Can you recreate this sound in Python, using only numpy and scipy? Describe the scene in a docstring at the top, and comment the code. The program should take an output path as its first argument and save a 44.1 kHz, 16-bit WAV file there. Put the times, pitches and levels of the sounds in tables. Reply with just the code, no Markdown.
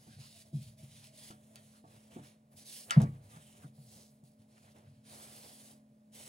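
"""A cloth wipes a bathroom counter in short strokes of filtered noise, over a motor's steady hum of sines.
Early on a hollow note wavers in the basin; bumps boom in the cabinet as swelling sines, and fittings click
as spikes with dying modes. Halfway, a sharp clack at 2.9 s is followed at once by a heavy thump; then the cloth
squeaks once, a gliding tone. Lighter bumps and clicks go on, then two louder strokes close the scene.
Short grainy bursts (cloth folds, brief rattles round the clack) and a low, uneven drag (dark noise) run along."""
import sys
import numpy as np
from scipy import signal
from scipy.fft import rfft, irfft
from scipy.io import wavfile
from scipy.ndimage import uniform_filter1d

SR = 44100
rng = np.random.default_rng(int(sys.argv[2]) if len(sys.argv) > 2 else 0)


def materialize(psi):
    """Save the field psi as 16-bit PCM at rate SR to the path in sys.argv[1].

    A 1-D psi becomes a single channel; in a 2-D psi each row is a channel.
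    """
    bounded = np.clip(np.atleast_2d(psi).T, -1, 1)
    quanta = np.round(bounded * 32767).astype(np.int16)
    wavfile.write(sys.argv[1], SR, quanta)


N = 276948
TIME, BINS = np.arange(N) / SR, np.fft.rfftfreq(N, 1 / SR)
CONTROL_TIME = TIME[::32]  # coarser clock for the stroke envelopes

# Strokes of the cloth. Each row: start in seconds, length in seconds, relative hiss in dB, swell from start
# to end in dB, brightness in dB per octave, rasp in dB, rumble in dB, relative scuff in dB.
STROKES = [(-0.03, 0.14, -66.5, -1, -2.5, 1.5, -70, -76.5), (0.087, 0.13, -66.5, -10, -4.5, 5, -58.5, -94),
           (0.174, 0.17, -60.5, -5.5, -2.5, 4.5, -66, -84), (0.322, 0.099, -60.5, 1, -2, 0.5, -66.5, -88),
           (0.445, 0.043, -67.5, -5, 0, 1, -58.5, -73.5), (0.509, 0.18, -63, 7, -1.5, 0.5, -57, -82),
           (0.763, 0.11, -63, -3.5, -2, -1.5, -56.5, -77), (0.853, 0.22, -62, 7, -2.5, 2, -65, -79),
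           (1.112, 0.18, -58, 8.5, -2, 2, -68.5, -73.5), (1.328, 0.29, -73.5, 4, -0.5, -5, -67.5, -76),
           (1.482, 0.3, -70, 7, -1.5, 0, -72, -79.5), (1.821, 0.15, -71, 15, -2.5, -1, -66.5, -74),
           (1.977, 0.14, -70, -2, -2, -2, -73, -74), (2.096, 0.11, -63.5, -7, -5.5, -10, -61.5, -65.5),
           (2.204, 0.1, -63.5, 1, -3.5, -1, -63.5, -71), (2.501, 0.049, -76, 1, 6.5, 2, -62, -69.5),
           (2.55, 0.08, -59.5, -6, -2, 3.5, -61.5, -67.5), (2.636, 0.2, -52.5, 0.5, 0, 3.5, -91, -70.5),
           (2.836, 0.57, -78.5, -37, 2, -3, -73, -69.5), (3.2, 0.11, -71, 2, -1.5, -2, -58.5, -76),
           (3.28, 0.12, -62.5, -11, -5.5, -12, -65, -66.5),
           (3.359, 0.31, -65.5, 0, -2.5, -5.5, -65.5, -72.5), (3.713, 0.21, -70.5, 10, 1, 3.5, -66, -81),
           (3.886, 0.29, -69, -20.5, 2, 0, -70.5, -73), (4.225, 0.12, -76, -14, 1.5, 3.5, -75, -96),
           (4.374, 0.047, -76, 6, -2, -2, -66, -84), (4.46, 0.26, -72, 5, -3, -0.5, -68.5, -75.5),
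           (4.733, 0.076, -72, -1.5, -5, -9, -65, -67.5), (4.82, 0.34, -81, -11, -4.5, 1.5, -66, -91),
           (5.02, 0.7, -58, -4, 0, 1, -70.5, -66), (6.109, 0.38, -56, -6.5, -1.5, -3, -65.5, -66.5)]
# Short grainy bursts in bands of their own: cloth folds, and brief rattles around the clack and thump.
# Each row: start in seconds, length in seconds, level in dB, centre in Hz, width in octaves.
BURSTS = [(0.076, 0.1, -70, 1540, 0.17), (0.205, 0.092, -68.5, 1200, 0.96), (1.014, 0.049, -72, 1100, .6),
          (1.725, .09, -72, 1330, 0.47), (2.226, 0.038, -70, 1500, 0.77), (2.899, 0.004, -46, 2950, 0.24),
          (2.953, 0.11, -65.5, 2530, 1), (3.013, 0.033, -54, 5440, 0.96), (3.048, 0.052, -63.5, 1930, .3),
          (3.343, 0.12, -79, 1500, 0.36), (3.621, 0.049, -61.5, 1340, 0.4), (3.867, .21, -84, 1860, 1),
          (3.854, 0.27, -65, 5200, 0.65), (4.562, 0.035, -68.5, 1390, 1), (4.664, 0.045, -69, 1200, 1),
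          (4.782, .02, -75, 1400, 0.98), (4.857, 0.028, -74, 1200, 1), (5.086, 0.36, -70.5, 1280, 0.44)]
# The one squeak on the glaze: start in seconds, length in seconds, pitch in Hz, glide in Hz per second, level in dB.
SQUEAK = (3.312, .115, 1185, 150, -60.5)
# Bumps on the counter. Each row: start in seconds, boom in dB, boom pitch at its peak in Hz, time to swell
# in seconds, relative knock in dB, knock brightness in dB per octave, ring of the slab in dB.
BUMPS = [(0.067, -51.5, 230, 0.021, -47, -11, -69.5), (0.178, -48, 135, 0.02, -57, 2, -83),
         (0.528, -28.5, 145.5, 0.031, -38, -9.5, -99), (0.585, -46.5, 157, 0.032, -72, -23, -94),
         (0.819, -45, 142, 0.022, -56, -2, -91), (1.304, -46.5, 170, 0.0025, -48, -1.5, -66),
         (1.839, -48.5, 205, 0.0054, -57, 0, -64), (2.161, -46.5, 196, 0.0068, -37, -6, -61),
         (2.184, -50.5, 203, 0.019, -52.5, 5.5, -72), (2.963, -9, 150.4, 0.02, -32, 1, -49.5),
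         (3.0, -34.5, 190, 0.012, -31.5, 5, -49.5), (3.025, -29, 157.4, 0.028, -28, -5.5, -54),
         (3.356, -46.5, 152, 0.018, -50, 10, -77), (3.635, -42, 147, 0.023, -43.5, -8, -69),
         (3.775, -48.5, 145.4, 0.03, -65, -22, -74), (3.956, -51, 146, 0.0065, -69, -2, -78),
         (4.23, -54, 145, 0.014, -54.5, -12, -79.5)]
# Low modes of cabinet and room. Each row: pitch in Hz, level against the boom in dB, t60 in seconds.
CABINET_MODES = [(103.9, -18.5, 0.46), (135, -5.5, 0.35), (164, -17, 0.36), (211.6, -6, 0.2)]
# Modes of the slab under a bump. Each row: pitch in Hz, relative level in dB, t60 in seconds.
SLAB_MODES = [(301.5, -1, 0.39), (400, -13, 0.047), (463, -2.5, 0.36), (673, 5.5, 0.14), (744, 4, .22),
              (885, 4.5, 0.12), (960, -9.5, 0.08), (1030, -6, 0.1), (1130, 0.5, 0.28), (1320, -8.5, 0.17),
              (1430, -10, 0.097), (1800, -21, 0.17), (2230, -28, 0.22), (2230, -22.5, 0.24)]
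# Clicks on the fittings. Each row: start in seconds, level in dB, brightness in dB per octave,
# ring against the crack in dB.
CLICKS = [(1.309, -38, 1, -12), (1.558, -29, 2.5, -26), (2.897, -32.5, -9, -33), (2.908, -10.5, 0.5, -12.5),
          (2.921, -27, -4, -24), (2.929, -35.5, 0, -20), (3.0181, -28, 6.5, -31), (4.239, -55, 9, -31),
          (4.785, -49, 6, -22)]
# Modes of the metal fittings. Each row: pitch in Hz, relative level in dB, t60 in seconds.
METAL_MODES = [(2440, -44, 0.06), (3070, -1.5, 0.015), (3620, -1, 0.0059), (4600, -3.5, 0.0086),
               (6360, -6, 0.014), (7600, -2, 0.0057), (8240, -5.5, 0.008), (9130, -8, .008),
               (10700, -9, 0.0033)]
# Modes of the basin, shaken through the tap. Each row: pitch in Hz, relative level in dB, t60 in seconds.
BASIN_MODES = [(700, -26.5, 0.37), (907, -22.5, 0.16), (1160, -13, .16), (1270, -7, 0.11),
               (1343, -4.5, 0.2), (1330, 16, 0.017), (1490, -13, 0.13), (1797, 7.5, 0.012),
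               (1676, -24, 0.26), (2000, -4, 0.01)]
# Hollow note in the basin while the cloth works beside it. Each row: time in seconds, pitch in Hz, level in dB.
HOLLOW = [(0.29, 700, -99), (0.357, 679, -71), (0.68, 612, -79), (.82, 641, -69.5), (.98, 623, -92),
          (1.13, 632, -69), (1.38, 606, -87), (1.58, 647, -66), (1.749, 680, -106)]
# Tones of the hum. Each row: pitch in Hz, level in dB rms before the drift, depth of the wavering in dB.
HUM = [(139.5, -76, 2.5), (216.7, -66, 1.5), (259, -78.5, 3), (459, -88.5, 0.5), (598, -78.5, 0)]
# Drift of the hum's level. Each row: time in seconds, gain in dB.
HUM_LEVEL = [(0, -2), (1.25, -0.5), (1.4, 1.5), (2.4, 0), (6.28, 1.5)]

# Colours of the noises. Each row: frequency in Hz, relative density in dB per Hz.
CLOTH_COLOUR = [(200, -14.5), (700, -15.5), (1350, -10), (2100, -4.5), (3200, 0), (4400, 1.5), (6000, 0),
                (7500, 0.5), (9500, 4), (12000, 2.5), (16000, -2)]
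RUMBLE_COLOUR = [(25, -44.5), (60, -17), (100, 5.5), (140, 4.5), (190, -10.5), (300, -25), (600, -60.5)]
SCUFF_COLOUR = [(120, -26), (260, -3.5), (420, -2), (640, 1), (900, -5), (1400, -10), (2200, -12.5),
                (6000, -23.5)]
KNOCK_COLOUR = [(30, -26.5), (100, -1), (300, 9.5), (440, 0), (700, 2), (950, -6), (1400, -11),
                (2300, -27.5), (5000, -42.5), (16000, -62)]
SHUDDER_COLOUR = [(15, -46), (28, -23), (45, -7), (90, -4.5), (150, -13), (400, -56)]  # the deep shudder under a blow
AIR_COLOUR = [(25, -34), (70, -5), (130, 6), (220, 2), (380, -10), (600, -4), (900, -14), (1600, -20),
              (3000, -26), (7000, -28), (16000, -26)]
# Decay of the room. Each row: frequency in Hz, t60 in seconds.
ROOM_DECAY = [(300, 0.59), (1400, 0.24), (3500, 0.21), (9000, 0.07), (16000, 0.016)]
# Likeness of the two microphone ports. Each row: frequency in Hz, likeness from 0 to 1.
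LIKENESS = [(150, .999), (300, .95), (600, .7), (850, .5), (1350, .72), (2000, .42), (3200, .75),
            (5500, .62), (9000, .62), (11000, .45), (12500, .85)]
# Phase between the ports. Each row: frequency in Hz, lead of the left in radians.
PORT_PHASE = [(40, 0), (160, -.07), (330, -.25), (650, -1), (1100, -2.5), (1600, -3.8), (2700, -6.1),
              (3400, -6), (4500, -4.9), (5600, -5), (6800, -5.8), (8200, -5), (9800, -5.9), (12000, -3.2),
              (14000, -3.1), (16000, -1.5)]
# Balance of the ports. Each row: frequency in Hz, left minus right in dB.
PORT_BALANCE = [(200, .4), (330, 0), (600, -4), (1300, -1.2), (4000, -1.8), (8000, -2), (13000, -.2)]

LIFT_DB_PER_S, SETTLE_DB_PER_S = 250.5, 157  # how fast the hiss, and the counter's shaking, die after a stroke
ATTACK_S, ATTACK_SHARE = 0.015, 0.064  # the hand gets up to speed in this time plus this share of the stroke
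ARCH_DB = 2.5  # a stroke is this much quieter at its ends than in the middle
# The rasp of the weave: centre, width, and octaves it climbs during a stroke.
RASP_HZ, RASP_OCTAVES, RASP_SWEEP = 4500, 0.26, 0.15
BOOM_SAG_HZ_PER_S = 620  # every boom drops in pitch this fast
EDGE_HZ = 15900  # top of the ports' band


def cloth(hiss_db=2.0, snag_db=-8, snags_per_s=500, flutter_db=1.1, patchy_db=1.85, idle_db=-92):
    """Countless fibres slip as a soft hiss, a few threads snag and let go, and the pressed weave rasps."""
    start, length, level_db, _, bright_db, rasp_db = np.transpose(STROKES)[:6]
    gains = strokes(LIFT_DB_PER_S)
    # between strokes the cloth barely stirs
    level = np.hypot(played(gains, level_db), amp(idle_db))
    slide = level * amp(flutter_db * wander(29))

    snags = (rng.random(N) < snags_per_s / SR) * rng.laplace(size=N)
    fibres = amp(hiss_db) * noise(CLOTH_COLOUR)
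    fibres[0] += amp(snag_db) * colour(snags, CLOTH_COLOUR)
    hz, t, z = signal.stft(fibres, SR, nperseg=1024)

    # where strokes overlap, each colours the hiss by its share of the gain
    shares = gains / (gains.sum(0) + 1e-3)
    share = np.array([np.interp(t, CONTROL_TIME, s) for s in shares])
    progress = np.clip((t - start[:, None]) / length[:, None], 0, 1)
    along = (share * progress).sum(0)
    off_centre = np.log2((hz[:, None] + 1) / RASP_HZ) - RASP_SWEEP * (along - .5)
    rasp = rasp_db @ share * np.exp(-(off_centre / RASP_OCTAVES) ** 2)

    # the hiss varies in colour by chance, in slow random patches
    patches = uniform_filter1d(rng.standard_normal(z.shape[1:]), size=7, axis=0)
    patches = unit(uniform_filter1d(patches, size=9, axis=1))
    octaves = np.log2(np.clip(hz, 1000, 16000) / 6000)[:, None]
    z = z * amp(patchy_db * patches + rasp + octaves * (bright_db @ share))
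    return slide * signal.istft(z, SR, nperseg=1024)[1][:, :N]


def strokes(release_db_per_s):
    """One gain curve per stroke: a soft start, an arch that leans to one end, and a release."""
    start, length, _, swell_db = np.transpose(STROKES)[:4, :, None]
    age = np.maximum(CONTROL_TIME - start, 0)
    along = np.minimum(age / length, 1)
    arch_db = swell_db * (along - .5) - ARCH_DB * (2 * along - 1) ** 2
    release_db = release_db_per_s * np.maximum(age - length, 0)
    attack = 1 - np.exp(-(age / (ATTACK_S + ATTACK_SHARE * length)) ** 2)
    return attack * amp(arch_db - release_db)


def played(gains, levels_db):
    """The level over time of all strokes together, their powers summed, each at its own strength."""
    return np.interp(TIME, CONTROL_TIME, np.sqrt(amp(levels_db) ** 2 @ gains ** 2))


def grainy_bursts(grains_per_s=1500, hiss_db=-2, lean=.8):
    """Each burst is a short spray of soft crackles and hiss in a band of its own, swelling and fading."""
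    out = np.zeros((2, N))
    for s, length, db, hz, octaves in BURSTS:
        along = np.clip(np.arange(16384) / SR / length, 0, 1)
        size = (2, len(along))
        grains = (rng.random(size) < grains_per_s / SR) * rng.laplace(size=size)
        hiss = amp(hiss_db) * rng.standard_normal(size)
        # a bell-shaped band, 7 dB down one width from its centre
        band = [(hz * 2 ** (k * octaves), -7 * k ** 2) for k in range(-3, 4)]
        spray = colour(unit(grains) + hiss, band)
        add(out, s, amp(db) * np.sin(np.pi * along ** lean) * spray)
    return out


def squeak(rough_hz=14, peak_share=0.19):
    """The cloth sticks and slips fast enough to give a short, slightly rough tone."""
    s, length, hz, glide, db = SQUEAK
    along = np.clip((TIME - s) / length, 0, 1)
    pitch = hz + glide * length * along + rough_hz * wander(110)
    turns = np.cumsum(pitch) / SR
    swell = np.interp(along, [0, peak_share, 1], [0, 1, 0])
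    return np.array([amp(db) * swell * np.sin(2 * np.pi * turns), np.zeros(N)])


def drag(scuff_db=3, uneven_db=2):
    """In each stroke the hand's weight catches and slips: an uneven rumble of the counter and scuff of the basin."""
    low_db, mid_db = np.transpose(STROKES)[-2:]
    gains = strokes(SETTLE_DB_PER_S)
    grip_db = uneven_db * wander(16.0)
    rumble = played(gains, low_db) * noise(RUMBLE_COLOUR)
    scuff = played(gains, mid_db + scuff_db) * noise(SCUFF_COLOUR)
    return amp(grip_db) * (rumble + scuff)


def bumps(ring_rise=0.018, knock_t60=0.17, knock_db=-6, punch_db=6, punch_t60=0.012, slab_rise=0.0029,
          spot_db=2, shudder_db=-36, shudder_t60=0.71):
    """A padded blow swells in the hollow cabinet and rings its low modes, under a dull knock and the slab's ring."""
    out, t = np.zeros((2, N)), np.arange(32768) / SR
    ring = modes(CABINET_MODES, t) * (1 - np.exp(-(t / ring_rise) ** 2))
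    # the knock itself, then its wash round the room
    dying = amp(punch_db - 60 * t / punch_t60) + amp(-60 * t / knock_t60)
    for s, boom_db, hz, swell, hard_db, bright_db, slab_db in BUMPS:
        turns = hz * t - BOOM_SAG_HZ_PER_S * (t - swell) ** 2 / 2
        boom = (t / swell * np.exp(1 - t / swell)) ** 4 * np.sin(2 * np.pi * turns)
        onset = 1 - np.exp(-(t / (0.22 * swell)) ** 2)
        deep = colour(rng.standard_normal(len(t)), SHUDDER_COLOUR)
        shudder = onset * amp(shudder_db - 60 * t / shudder_t60) * deep
        add(out[0], s, amp(boom_db) * (boom + ring + shudder))

        # each blow lands on another spot and so stirs the modes differently
        slab = 0
        for mode in SLAB_MODES:
            spot = amp(spot_db * rng.standard_normal()) * rng.choice([-1, 1])
            slab = slab + spot * modes([mode], t)
        add(out[0], s, amp(slab_db) * (1 - np.exp(-t / slab_rise)) * slab)

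        knock = colour(rng.standard_normal((2, len(t))), KNOCK_COLOUR, bright_db)
        add(out, s, amp(knock_db + hard_db) * dying * onset * knock)
    return out


def clicks(crack_db=-15, crack_t60=0.012, room_db=-3, room_tilt_db=-4.0, basin_rise=0.0036, top_hz=12800):
    """Hard contacts on the tap and its handles: a spike, a brief crackle and short, hand-damped modes."""
    cracks, rings, t = 0, 0, np.arange(16384) / SR
    octaves = np.log2(np.clip(BINS, 1200, 12000) / 4000)
    # small parts give off no bass, and the time of contact softens the very top
    no_bass = BINS ** 2 / np.hypot(BINS ** 2, 1100 ** 2)
    small = no_bass / np.hypot(1, (BINS / top_hz) ** 5)
    # the basin answers a moment later than the metal
    ring = modes(METAL_MODES, t) + modes(BASIN_MODES, t) * (1 - np.exp(-(t / basin_rise) ** 2))
    for s, level_db, bright_db, ring_db in CLICKS:
        crackle = amp(crack_db - 60 * t / crack_t60) * rng.standard_normal(len(t))
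        spike = t == 0
        hit = np.zeros((2, N))
        add(hit, s, np.array([spike + crackle, amp(ring_db) * ring]))
        crack, rung = irfft(rfft(hit) * amp(level_db + bright_db * octaves) * small, N)
        cracks, rings = cracks + crack, rings + rung
    # the room hands back the middle of the crack more than its top
    wet = amp(room_db) * room(irfft(rfft(cracks) * amp(room_tilt_db * octaves), N))
    # the broad basin radiates from all round, so part of the ring is diffuse
    return wet + np.array([cracks + rings, 0.51 * rings])


def room(x):
    """Dense reflections off tile and mirror, each band dying at its own speed."""
    taps = rng.standard_normal((2, SR // 2))
    hz, t, z = signal.stft(taps, SR, nperseg=256)
    decay = amp(-60 * t / read(ROOM_DECAY, hz)[:, None])
    tail = signal.istft(z * decay, SR, nperseg=256)[1]
    tail *= np.clip(np.arange(tail.shape[1]) / SR / 0.0056, 0, 1) ** 2  # builds up over 5.6 ms
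    return signal.fftconvolve(x[None], tail / np.linalg.norm(tail[0]), axes=1)[:, :N]


def hollow(width_hz=28):
    """A faint, fuzzy basin note that wavers in pitch: two slow noises carried on a cosine and a sine."""
    s, hz, db = np.transpose(HOLLOW)
    angle = 2 * np.pi * np.cumsum(np.interp(TIME, s, hz)) / SR
    note = wander(width_hz) * np.cos(angle) + wander(width_hz) * np.sin(angle)
    level = amp(np.interp(TIME, s, db, left=-np.inf, right=-np.inf))  # silent outside the table
    return np.array([note * level, np.zeros(N)])


def hum(air_db=-71, drift_share=0.005):
    """A motor's steady tones waver a little over a low rush of air."""
    out = amp(air_db) * noise(AIR_COLOUR)
    drift_db = np.interp(TIME, *np.transpose(HUM_LEVEL))
    for hz, db, depth_db in HUM:
        turns = np.cumsum(hz * (1 + drift_share * wander(9.5))) / SR
        waver_db = depth_db * wander(3.5)
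        out[0] += np.sqrt(2) * amp(db + waver_db + drift_db) * np.sin(2 * np.pi * turns)
    return out


def modes(table, t):
    """The sum of a body's dying tones."""
    return sum(amp(db - 60 * t / t60) * np.sin(2 * np.pi * hz * t) for hz, db, t60 in table)


def noise(spectrum):
    """Two unrelated noises of one colour."""
    return colour(rng.standard_normal((2, N)), spectrum)


def colour(x, spectrum, tilt_db=0):
    """Gives a signal a spectrum, tilted by so many dB per octave above 150 Hz, at rms 1."""
    hz = np.fft.rfftfreq(x.shape[-1], 1 / SR)
    shape_db = read(spectrum, hz) + tilt_db * np.log2(np.maximum(hz, 150))
    return unit(irfft(rfft(x) * amp(shape_db), x.shape[-1]))


def wander(rate_hz):
    """Slow chance: noise rolled off above a rate, at rms 1."""
    return unit(irfft(rfft(rng.standard_normal(N)) / (1 + (BINS / rate_hz) ** 4), N))


def read(points, hz):
    """Joins the points of a table on a log-frequency axis."""
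    f, value = np.transpose(points)
    return np.interp(np.log(hz + 1), np.log(f), value)


def amp(db):
    """Decibels to gain."""
    return 10 ** (np.asarray(db) / 20)


def unit(x):
    """Scales to rms 1."""
    return x / np.sqrt(np.mean(x ** 2) + 1e-20)


def add(mix, s, sound):
    """Lays a sound into the mix at a time in seconds."""
    part = mix[..., round(s * SR):][..., :sound.shape[-1]]
    part += sound[..., :part.shape[-1]]


def scene():
    """Row 0 of each source reaches both ports alike; row 1 is the diffuse part that sets them apart."""
    wiping = cloth() + squeak() + drag()
    common, diffuse = rfft(wiping + grainy_bursts() + bumps() + clicks() + hollow() + hum())
    like = np.clip(read(LIKENESS, BINS), 0, 1)
    side = np.array([[1], [-1]])  # left, right
    ports = np.sqrt((1 + like) / 2) * common + side * np.sqrt((1 - like) / 2) * diffuse
    ports[0] *= np.exp(1j * read(PORT_PHASE, BINS))
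    return irfft(ports * amp(side * read(PORT_BALANCE, BINS) / 2), N)


def record(dry):
    """The recorder's band limit: a steep low-pass."""
    low_pass = signal.firwin(511, EDGE_HZ, window=("kaiser", 9), fs=SR)
    return signal.oaconvolve(dry, low_pass[None], "same")


dry = scene()
out = record(dry)
materialize(out)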